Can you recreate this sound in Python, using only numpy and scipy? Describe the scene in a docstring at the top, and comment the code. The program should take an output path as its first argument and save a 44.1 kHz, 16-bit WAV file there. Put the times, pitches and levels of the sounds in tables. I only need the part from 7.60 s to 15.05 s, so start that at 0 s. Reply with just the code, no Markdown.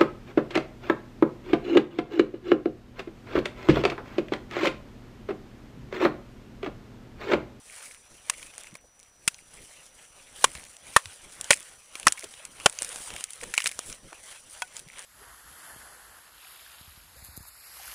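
"""Open snowy ground, without echo: a gloved hand batons a large knife down through a short log near a camera.
Two light taps set the blade, then five blows follow, as rough contact noise, decaying log and steel modes and
a thud; the hardest overload the input. Fibres snap as short resonant bursts, bark and cloth crackle in random
ticks, sleeves and gloves rustle as grainy noise, a loose half rings when tapped, and soft thumps land on snow.
A low patter, steady coloured hiss and a thin sine whine lie beneath."""
import sys
import numpy as np
from scipy import signal
from scipy.fft import rfft, irfft, next_fast_len
from scipy.io import wavfile
from scipy.ndimage import uniform_filter1d, map_coordinates

SR = 44100
rng = np.random.default_rng(int(sys.argv[2]) if len(sys.argv) > 2 else 0)


def voltage_ratio(decibels):
    """Convert decibels (scalar or array-like) to amplitude ratios, 20 dB per decade."""
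    exponent = np.asarray(decibels, float) / 20
    return 10 ** exponent


def inscribe(sig):
    """Save sig as 16-bit PCM at rate SR to the path in sys.argv[1].

    A 1-D sig is mono; a 2-D sig holds one channel per row.
    Samples are clipped to [-1, 1] before scaling.
    """
    pcm = np.round(np.clip(np.atleast_2d(sig).T, -1, 1) * 32767)
    wavfile.write(sys.argv[1], SR, pcm.astype(np.int16))


N = 328545  # length in samples

# two light taps that set the blade, then five blows of the baton on the knife; dullness (0 to 1) shifts the
# log modes, lengthens the contact and adds thud; spot is the pitch that each one favours
# [start_s, crack_db, knock_db, dullness, spot_hz]
BLOWS = [(0.6976, -4, -31.5, 0, 3050), (1.6774, 2.5, -51, 0.47, 2350), (2.8420, 7.5, -1.5, 0.33, 3050),
         (3.3634, 6.5, -2, 0, 1780), (3.9061, 4.5, -1.5, 0.72, 2350), (4.4687, 2.5, -6.5, 0.77, 1780),
         (5.0593, 2, 1, 0.7, 3050)]
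# spectrum of splitting wood [frequency_hz, level_db_per_hz]
SPLITTING = [(60, -48.5), (300, -45), (800, -6.5), (2500, 5.5), (4200, -1), (7000, 1.5), (10000, 1.5),
             (16000, -0.5)]


def unit(x):
    """Normalises the power: x scaled to rms 1."""
    return x / np.sqrt(np.mean(x ** 2) + 1e-20)


def peak(x):
    """Normalises the amplitude: x scaled to a peak of 1."""
    return x / (np.abs(x).max() + 1e-20)


def along(points, hz):
    """Interpolates (Hz, value) points linearly over log frequency."""
    point_hz, value = np.transpose(points)
    return np.interp(np.log(hz + 1), np.log(point_hz + 1), value)


def wobble(rate):
    """Slow random modulation: a spline through normal deviates, rate knots a second."""
    knots = rng.standard_normal(int(N * rate / SR) + 4)
    return map_coordinates(knots, [np.arange(N) * rate / SR])


def coloured(x, points):
    """Minimum-phase filtering: folding the cepstrum makes the (Hz, dB) response causal."""
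    size = 2 * next_fast_len(len(x) // 2 + 4096)
    gain = voltage_ratio(along(points, np.fft.rfftfreq(size, 1 / SR)))
    cepstrum = irfft(np.log(gain + 1e-6), size)
    cepstrum[1:size // 2] *= 2
    cepstrum[size // 2 + 1:] = 0
    response = np.exp(rfft(cepstrum))
    return irfft(rfft(x, size) * response, size)[:len(x)]


def flat(x, points):
    """Zero-phase filtering: the (Hz, dB) response changes magnitude alone."""
    size = next_fast_len(N + 8192)
    gain = voltage_ratio(along(points, np.fft.rfftfreq(size, 1 / SR)))
    return irfft(rfft(x, size) * gain, size)[..., :N]


def resonate(x, hz, width_hz):
    """Resonance: a second-order peak whose Q is centre over bandwidth."""
    b, a = signal.iirpeak(min(hz, SR / 2.2), max(hz / width_hz, .3), SR)
    return signal.lfilter(b, a, x)


def grainy(spectrum, per_s, spread_db, grain_db):
    """Granular friction: noise strewn with clumped clicks of uneven size, coloured, rms 1."""
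    sizes = voltage_ratio(spread_db * np.minimum(rng.exponential(size=N), 3)) * rng.standard_normal(N)
    chance = per_s / SR * voltage_ratio(5 * wobble(25))  # clicks come in clumps
    clicks = (rng.random(N) < chance) * sizes
    noise = rng.standard_normal(N) + voltage_ratio(grain_db) * unit(clicks)
    return unit(coloured(noise, spectrum))


def patchy(x, patch_db):
    """Time-frequency modulation: drifting patches of louder and softer colour, rms 1."""
    bins = signal.stft(x, SR, nperseg=512)[2]
    patches = rng.standard_normal(bins.shape)
    patches = uniform_filter1d(patches, size=5, axis=0)  # over frequency
    patches = uniform_filter1d(patches, size=8, axis=1)  # over time
    return unit(signal.istft(bins * voltage_ratio(patch_db * unit(patches)), SR, nperseg=512)[1][:N])


def blows():
    """Impact excitation: milliseconds of stuttering contact drive log modes, blade resonances and a thud in snow."""
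    # modes of the standing log, at dullness 0 and at dullness 1 [frequency_hz, clear_db, dull_db]
    log_modes = [(624, -22, -1.5), (1073.5, 3.5, -18.5), (1454, -18.5, -9), (1780, -12.5, -20),
                 (2350, -30, -22), (3050, -33, -25.5)]
    # damped resonances of the steel blade [frequency_hz, width_hz, level_db]
    blade_modes = [(5500, 950, -15), (8600, 1100, -5)]
    favour_db, favour_octaves = 16.5, 0.51  # lift of the modes near the favoured pitch, and its reach
    contact_t60_s, dull_longer = .0115, .45  # dullness lengthens the contact
    thud_db, thud_dull_db = -33.5, 28.5  # push into the snow; its gain at full dullness
    free_steel_db = 3.5  # a clear blow has more ring of steel
    out, t = np.zeros(N + SR), np.arange(SR // 8) / SR
    mode_hz, clear_db, dull_db = np.transpose(log_modes)
    for start, crack_db, knock_db, dullness, spot_hz in BLOWS:
        # contact builds, then lets go
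        contact_s = contact_t60_s * (1 + dull_longer * dullness)
        push = peak((1 - np.exp(-t / 0.0005)) * voltage_ratio(-60 * (t / contact_s) ** 2))
        # chips and snow banks trail behind
        fading = push + voltage_ratio(-13 - 60 * t / .03) + voltage_ratio(-30 - 60 * t / .1)
        # the level jumps every 30 samples
        stutter = voltage_ratio(2.2 * np.repeat(rng.standard_normal(len(t) // 30 + 1), 30)[:len(t)])
        crack = coloured(fading * stutter * rng.standard_normal(len(t)), SPLITTING)
        steel = np.zeros(len(t))
        for hz, width_hz, level_db in blade_modes:
            ring_db = level_db + free_steel_db * (0.5 - dullness)
            steel += voltage_ratio(ring_db) * resonate(crack, hz, width_hz)
        # rough contact smears the phase of each mode
        slip = np.cumsum(rng.normal(0, .14, (len(log_modes), len(t))), axis=1)
        favoured_db = favour_db * np.exp(-(np.log2(mode_hz / spot_hz) / favour_octaves) ** 2)
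        mode_gain = voltage_ratio(clear_db + dullness * (dull_db - clear_db) + favoured_db)
        knock = mode_gain @ (fading * np.sin(2 * np.pi * np.outer(mode_hz, t) + slip))
        wood = voltage_ratio(crack_db) * peak(crack + steel) + voltage_ratio(knock_db) * knock
        # a clear blow gives less bass
        b, a = signal.butter(2, 750 - 450 * dullness, "high", fs=SR)
        wood = signal.lfilter(b, a, wood)
        u = t / 0.00036
        pulse = u * (2 - u) * np.exp(-u)
        thud = pulse + 0.74 * np.sin(2 * np.pi * 190 * t) * voltage_ratio(-60 * t / 0.016)
        out[round(start * SR):][:len(t)] += wood + voltage_ratio(thud_db + thud_dull_db * dullness) * thud
    return out[:N]


def snaps():
    """Brittle fracture: each tearing fibre is a short burst, strongest near its own pitch, with a wood body."""
    # fibre snaps and small contacts; body is relative to the snap [start_s, level_db, pitch_hz, body_db]
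    fibres = [(0.8283, -25, 2350, -26), (0.8677, -29, 2180, -21), (0.9803, -20.5, 8600, -13.5),
              (1.035, -27, 10100, -21), (1.07, -28.5, 2260, -25), (1.153, -26, 2100, -4.5),
              (1.7443, -27, 5900, -34), (2.952, -22.5, 2240, -11), (3.167, -31, 7240, -26),
              (3.3668, -6, 1600, -10), (3.457, -21, 4560, -20), (3.8115, -10.5, 10230, -23.5),
              (3.8432, -19.5, 6500, -20), (3.9122, -5, 2580, -9), (3.9205, -8, 7800, -11),
              (3.9255, -7, 8600, -21), (3.9312, -6.5, 2420, -19), (3.938, -12, 9300, -30.5),
              (3.9416, -16, 8950, -37), (3.9725, -24, 9650, -81), (4.3542, -18, 2600, -9.5),
              (4.3984, -21, 9700, -17), (4.4299, -25.5, 3400, -9), (4.4721, -8, 9400, -7),
              (4.4816, 0, 5720, -15), (4.4823, -8, 2700, -31), (4.523, -7, 8600, -48),
              (4.6413, -25, 8600, -11), (4.739, -30.5, 3660, -11.5), (4.852, -17, 9900, -37.5),
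              (5, -25, 2520, -21), (5.074, -34, 7400, 3), (5.097, -19.5, 8360, -71),
              (5.1264, -25.5, 8500, -63), (5.1881, -15, 6100, -37), (5.221, -10, 8200, -17),
              (5.23, -16, 9600, -34), (5.2469, -14.5, 10000, -28), (5.2912, -22, 9800, -24),
              (5.3592, -17, 9000, -11), (5.504, -22, 2900, -11), (5.5386, -21.5, 9650, -8.5),
              (5.563, -17.5, 2280, -32), (5.6081, -18.5, 8400, -12), (5.6402, -10.5, 9900, -46),
              (5.706, -21, 9800, -30), (5.7334, -20, 9100, -43), (5.834, -19, 2060, -18),
              (5.839, -22.5, 7900, -9), (5.9393, -11, 1900, -44), (5.978, -5, 2500, -21),
              (5.984, -14, 2120, -11), (6.0029, -14, 1870, -41), (6.02, -20, 3000, -33),
              (6.042, -13.5, 7800, -18), (6.0592, -10, 3200, -12), (6.0681, -7.5, 1760, -23),
              (6.0737, -5.5, 9800, -37), (6.1148, -22.5, 9400, -13), (6.191, -7, 9000, -13.5),
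              (6.2995, -24, 9600, -29), (6.3266, -21, 5940, -34), (6.529, -31, 2020, 0.5),
              (7.167, -19, 7600, -34), (7.3928, -20.5, 8640, -32)]
    out, t = np.zeros(N + SR), np.arange(SR // 25) / SR
    for start, level_db, hz, body_db in fibres:
        t60 = .009 * (hz / 8000) ** -.4  # thin fibres snap higher and shorter
        burst = (1 - np.exp(-t / 0.000067)) * (voltage_ratio(-60 * t / t60) + voltage_ratio(-21 - 60 * t / .05))
        noise = rng.standard_normal((2, len(t))) * burst
        noise[:, 6] += 3  # the break itself is one sharp step
        crack = coloured(noise[0], SPLITTING)
        b, a = signal.butter(1, hz / 3, "high", fs=SR)
        broad = signal.lfilter(b, a, crack)
        bright = peak(voltage_ratio(-7.5) * broad + resonate(crack, hz, width_hz=hz / 4))
        wood = peak(resonate(noise[1], 900, width_hz=1200))
        out[round(start * SR):][:len(t)] += voltage_ratio(level_db) * (bright + voltage_ratio(body_db) * wood)
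    return out[:N]


def crackle():
    """Random point process: bark and stiff cloth give way in short ticks, half bright, half woody."""
    # runs of tiny ticks [start_s, end_s, ticks_per_s, level_db]
    runs = [(0.097, .37, 140, -36), (.696, 0.753, 120, -30), (0.792, 1.2, 80, -36.5), (1.38, 1.47, 60, -42),
            (1.73, 1.8, 80, -36), (1.92, 2.073, 55, -43), (2.915, 3.07, 80, -33), (3.935, 4.03, 120, -33),
            (4.57, 4.65, 300, -29.5), (5.15, 5.76, 390, -42.5), (5.802, 5.85, 200, -32),
            (5.94, 6.124, 530, -29), (7.144, 7.2, 200, -33.5), (7.27, 7.45, 150, -36.5)]
    t, ticks = np.arange(N) / SR, np.zeros((2, N))
    draw = rng.random((2, N))
    sizes = voltage_ratio(3.5 * np.minimum(rng.exponential(size=(2, N)), 2.5))
    for start, end, per_s, level_db in runs:
        struck = (t > start) * (t < end) * (draw < per_s / SR / 2)
        ticks += struck * sizes * voltage_ratio(level_db)
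    grain = signal.lfilter([1], [1, -.93], ticks) * rng.standard_normal((2, N))  # each tick decays as noise
    bright = voltage_ratio(1) * resonate(coloured(grain[0], SPLITTING), 11800, width_hz=12000)
    woody = resonate(resonate(grain[1], 2200, width_hz=450), 2200, width_hz=900)
    return bright + voltage_ratio(9) * woody


def swell(start, held, db, rise=128):
    """Exponential growth and decay: power rises straight in dB (rise dB/s), holds, then falls straight."""
    t = np.arange(N) / SR
    before_s = np.maximum(start - t, 0)
    after_s = np.maximum(t - start - held, 0)
    return voltage_ratio(2 * (db - rise * before_s - 143 * after_s))  # falls 143 dB/s


def activity():
    """Addition of powers: gains of rustle and scrape from the movements plus arm swing and recoil at each hit."""
    # movements of arms and gloves; scrape is relative to rustle [start_s, held_s, rustle_db, scrape_db]
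    gestures = [(0.01, 0.15, -50.5, -8), (.17, 0.12, -44.5, -10), (.45, 0.13, -58, -3.5),
                (.72, .12, -48.5, -9), (.9, 0.19, -52, -3), (1.43, 0.016, -64, -3.5),
                (1.7, 0.055, -52, -12.5), (1.94, 0.33, -51.5, -6.5), (2.38, .08, -54, -6.5),
                (2.58, 0.047, -53.5, -4), (3.1, 0.04, -52.5, -5.5), (3.62, 0.34, -51.5, -5),
                (4.08, 0.25, -56.5, -7), (4.739, 0.063, -48.5, -6), (5.21, 0.045, -45, -9.5),
                (5.3, 0.12, -43, -6.5), (5.38, 0.026, -41, -6.5), (5.47, 0.12, -43.5, -4.5),
                (5.71, 0.037, -47.5, -16), (5.79, 0.056, -51, -0.5), (5.9, 0.21, -46, -10),
                (6.2, 0.12, -45.5, -5.5), (6.45, 0.14, -52, -6), (6.699, 0.022, -43, -6.5),
                (6.952, 0.017, -44, -7.5), (7.159, 0.016, -47, -5.5), (7.37, .1, -48.5, -2)]
    swing_db, swing_db_per_s = -41.5, 77  # the sleeve swells into each tap or blow
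    recoil_s, recoil_db = 0.093, -48  # and again as the arm comes back
    arm_follows, arm_scrape_db = 0.28, -5.5  # dB of sleeve per dB of knock; scrape over rustle
    rustle, scrape = voltage_ratio(2 * -64), voltage_ratio(2 * -88)  # powers of cloth and gloves at rest
    for start, held, rustle_db, scrape_db in gestures:
        move = swell(start, held, rustle_db)
        rustle = rustle + move
        scrape = scrape + voltage_ratio(2 * scrape_db) * move
    for start, _, knock_db, *_ in BLOWS:
        effort_db = arm_follows * knock_db
        swing = swell(start, 0.0067, swing_db + effort_db, swing_db_per_s)
        recoil = swell(start + recoil_s, 0.09, recoil_db + effort_db)
        rustle = rustle + swing + recoil
        scrape = scrape + voltage_ratio(2 * arm_scrape_db) * (swing + recoil)
    return np.sqrt(rustle), np.sqrt(scrape)


def moves():
    """Friction noise: stiff cloth rustles high, gloves and bark scrape lower, over a lumpy low rumble."""
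    # stiff cloth, before scaling to rms 1 [frequency_hz, level_db_per_hz]
    cloth_spectrum = [(1800, -41), (3000, -20), (3900, -6.5), (5000, -4), (7000, -2.5), (9500, 3),
                      (11000, 1.5), (12500, 3), (16000, -6.5)]
    # gloves and bark, before scaling to rms 1 [frequency_hz, level_db_per_hz]
    scrape_spectrum = [(240, -31.5), (520, -2.5), (850, -5.5), (1500, -3.5), (2300, -3.5), (3200, -3),
                       (4200, -12), (8000, -59)]
    # low rumble, before scaling to rms 1 [frequency_hz, level_db_per_hz]
    rumble_spectrum = [(12, -6), (20, -2), (114, -13), (307, -14.5), (344, -14.5), (600, -19), (780, -63),
                       (1320, -120)]
    ground_db, ground_moved_db = -71, -12  # rumble at rest; under the scrape
    rustling, scraping = activity()
    flutter = voltage_ratio(1.3 * np.array([wobble(25), wobble(25)]) + 1.2 * wobble(80))
    cloth = patchy(grainy(cloth_spectrum, 1100, spread_db=2, grain_db=-1.0), patch_db=2.1)
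    rub = patchy(grainy(scrape_spectrum, 370, spread_db=1.0, grain_db=-5.5), patch_db=3.0)
    lumps = voltage_ratio(6.6 * wobble(17))
    ground = np.hypot(voltage_ratio(ground_db), voltage_ratio(ground_moved_db) * scraping)
    bumps = ground * lumps * grainy(rumble_spectrum, 20, spread_db=4, grain_db=-9)
    return rustling * flutter[0] * cloth + scraping * flutter[1] * rub + bumps


def tap():
    """Modal ringing: a light tap sets the loose split half vibrating in damped sines."""
    # the tap on the half log [start_s, level_db]
    touch = (7.0202, -18)
    # modes of the half log [frequency_hz, level_db, t60_s]
    half_modes = [(743, -16.5, 0.077), (950, -4.5, 0.028), (1477, -9, 0.065), (2140, 9.5, 0.0058),
                  (2560, -6.5, 0.034), (3290, -5.5, 0.026)]
    out, t = np.zeros(N + SR), np.arange(SR // 6) / SR
    start, tap_db = touch
    ring = np.zeros(len(t))
    for hz, level_db, t60 in half_modes:
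        ring += voltage_ratio(level_db - 60 * t / t60) * np.sin(2 * np.pi * hz * t)
    ring *= 1 - np.exp(-t / 0.0006)  # soft onset
    tick = coloured(voltage_ratio(-60 * t / 0.026) * rng.standard_normal(len(t)), SPLITTING)
    out[round(start * SR):][:len(t)] = voltage_ratio(tap_db) * (ring + voltage_ratio(1.0) * peak(tick))
    return out[:N]


def thumps():
    """Damped impact: soft contacts start slowly and give a few dull cycles of resonant noise."""
    # thumps of log and gloves on snow [start_s, peak_db, pitch_hz]
    contacts = [(1.124, -44, 170), (1.237, -52, 530), (2.947, -42.5, 74), (3.451, -44, 81),
                (4.631, -37.5, 454), (5.208, -41.5, 563), (5.539, -39, 613), (5.823, -36, 500),
                (6.149, -52, 73), (6.52, -42.5, 510), (7.258, -47, 152)]
    out, t = np.zeros(N + SR), np.arange(SR // 8) / SR
    for start, peak_db, hz in contacts:
        puff = (1 - np.exp(-t / 0.01)) * voltage_ratio(-60 * t / 0.052) * rng.standard_normal(len(t))
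        dull = resonate(resonate(puff, hz, width_hz=hz / 1.7), hz, width_hz=hz / 1.7)
        out[round(start * SR):][:len(t)] += voltage_ratio(peak_db) * peak(dull)
    return out[:N]


def patter():
    """Jittered pulse train: faint, uneven low pulses convolved with one pulse shape run under everything."""
    rate_per_s, loudest_db, scale_s = 12, -54, .003
    count = int(rate_per_s * N / SR)
    draw = rng.random((count, 2))
    place = ((np.arange(count) + draw[:, 0]) / count * N).astype(int)  # one in each equal slot
    pulses = np.zeros(N)
    pulses[place] = -voltage_ratio(loudest_db - 7.3 * draw[:, 1])
    u = np.arange(SR // 20) / SR / scale_s
    shape = peak(u * (2 - u) * np.exp(-u))
    return signal.fftconvolve(pulses, shape)[:N]


def camera():
    """Stationary noise and a pure tone: the camera's steady coloured hiss and its thin, slightly uneven whine."""
    # the hiss, before scaling to rms 1 [frequency_hz, level_db_per_hz]
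    hiss_spectrum = [(20, -3), (70, -1.5), (340, -10.5), (530, -2.5), (2000, -8.5), (5000, -18),
                     (9500, -31), (12500, -6.5), (16000, -10.5)]
    # the whine [frequency_hz, rms_db]
    tone = (5880, -65)
    hz, rms_db = tone
    level = np.sqrt(2) * voltage_ratio(rms_db + 0.46 * wobble(3.4))
    whine = level * np.sin(2 * np.pi * hz * np.arange(N) / SR)
    hiss = voltage_ratio(-62.5) * unit(coloured(rng.standard_normal(N), hiss_spectrum))
    return hiss + whine


def scene():
    """Superposition: the pressures of all sources add in one channel."""
    wood = blows() + snaps() + crackle() + tap()
    handling = moves() + thumps()
    return (wood + handling + patter() + camera())[None]


def low_pass(x):
    """Removes everything above the highest recorded frequency."""
    return signal.sosfilt(signal.butter(12, 16710, fs=SR, output="sos"), x)


def record(dry):
    """Saturation and band limiting: the input clips the hardest blows at 0.6 and dulls the top octave."""
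    # response of the camera input [frequency_hz, gain_db]
    input_response = [(20, -3), (150, 0), (10000, 0), (11200, -9), (11750, -30), (12400, -15), (15400, -15),
                      (15900, -32), (16600, -45), (17000, -90)]
    clipped = dry / (1 + np.abs(dry / .6) ** 10) ** (1 / 10)
    mix = flat(clipped, input_response)
    return low_pass(mix)


dry = scene()
out = record(dry)
inscribe(out)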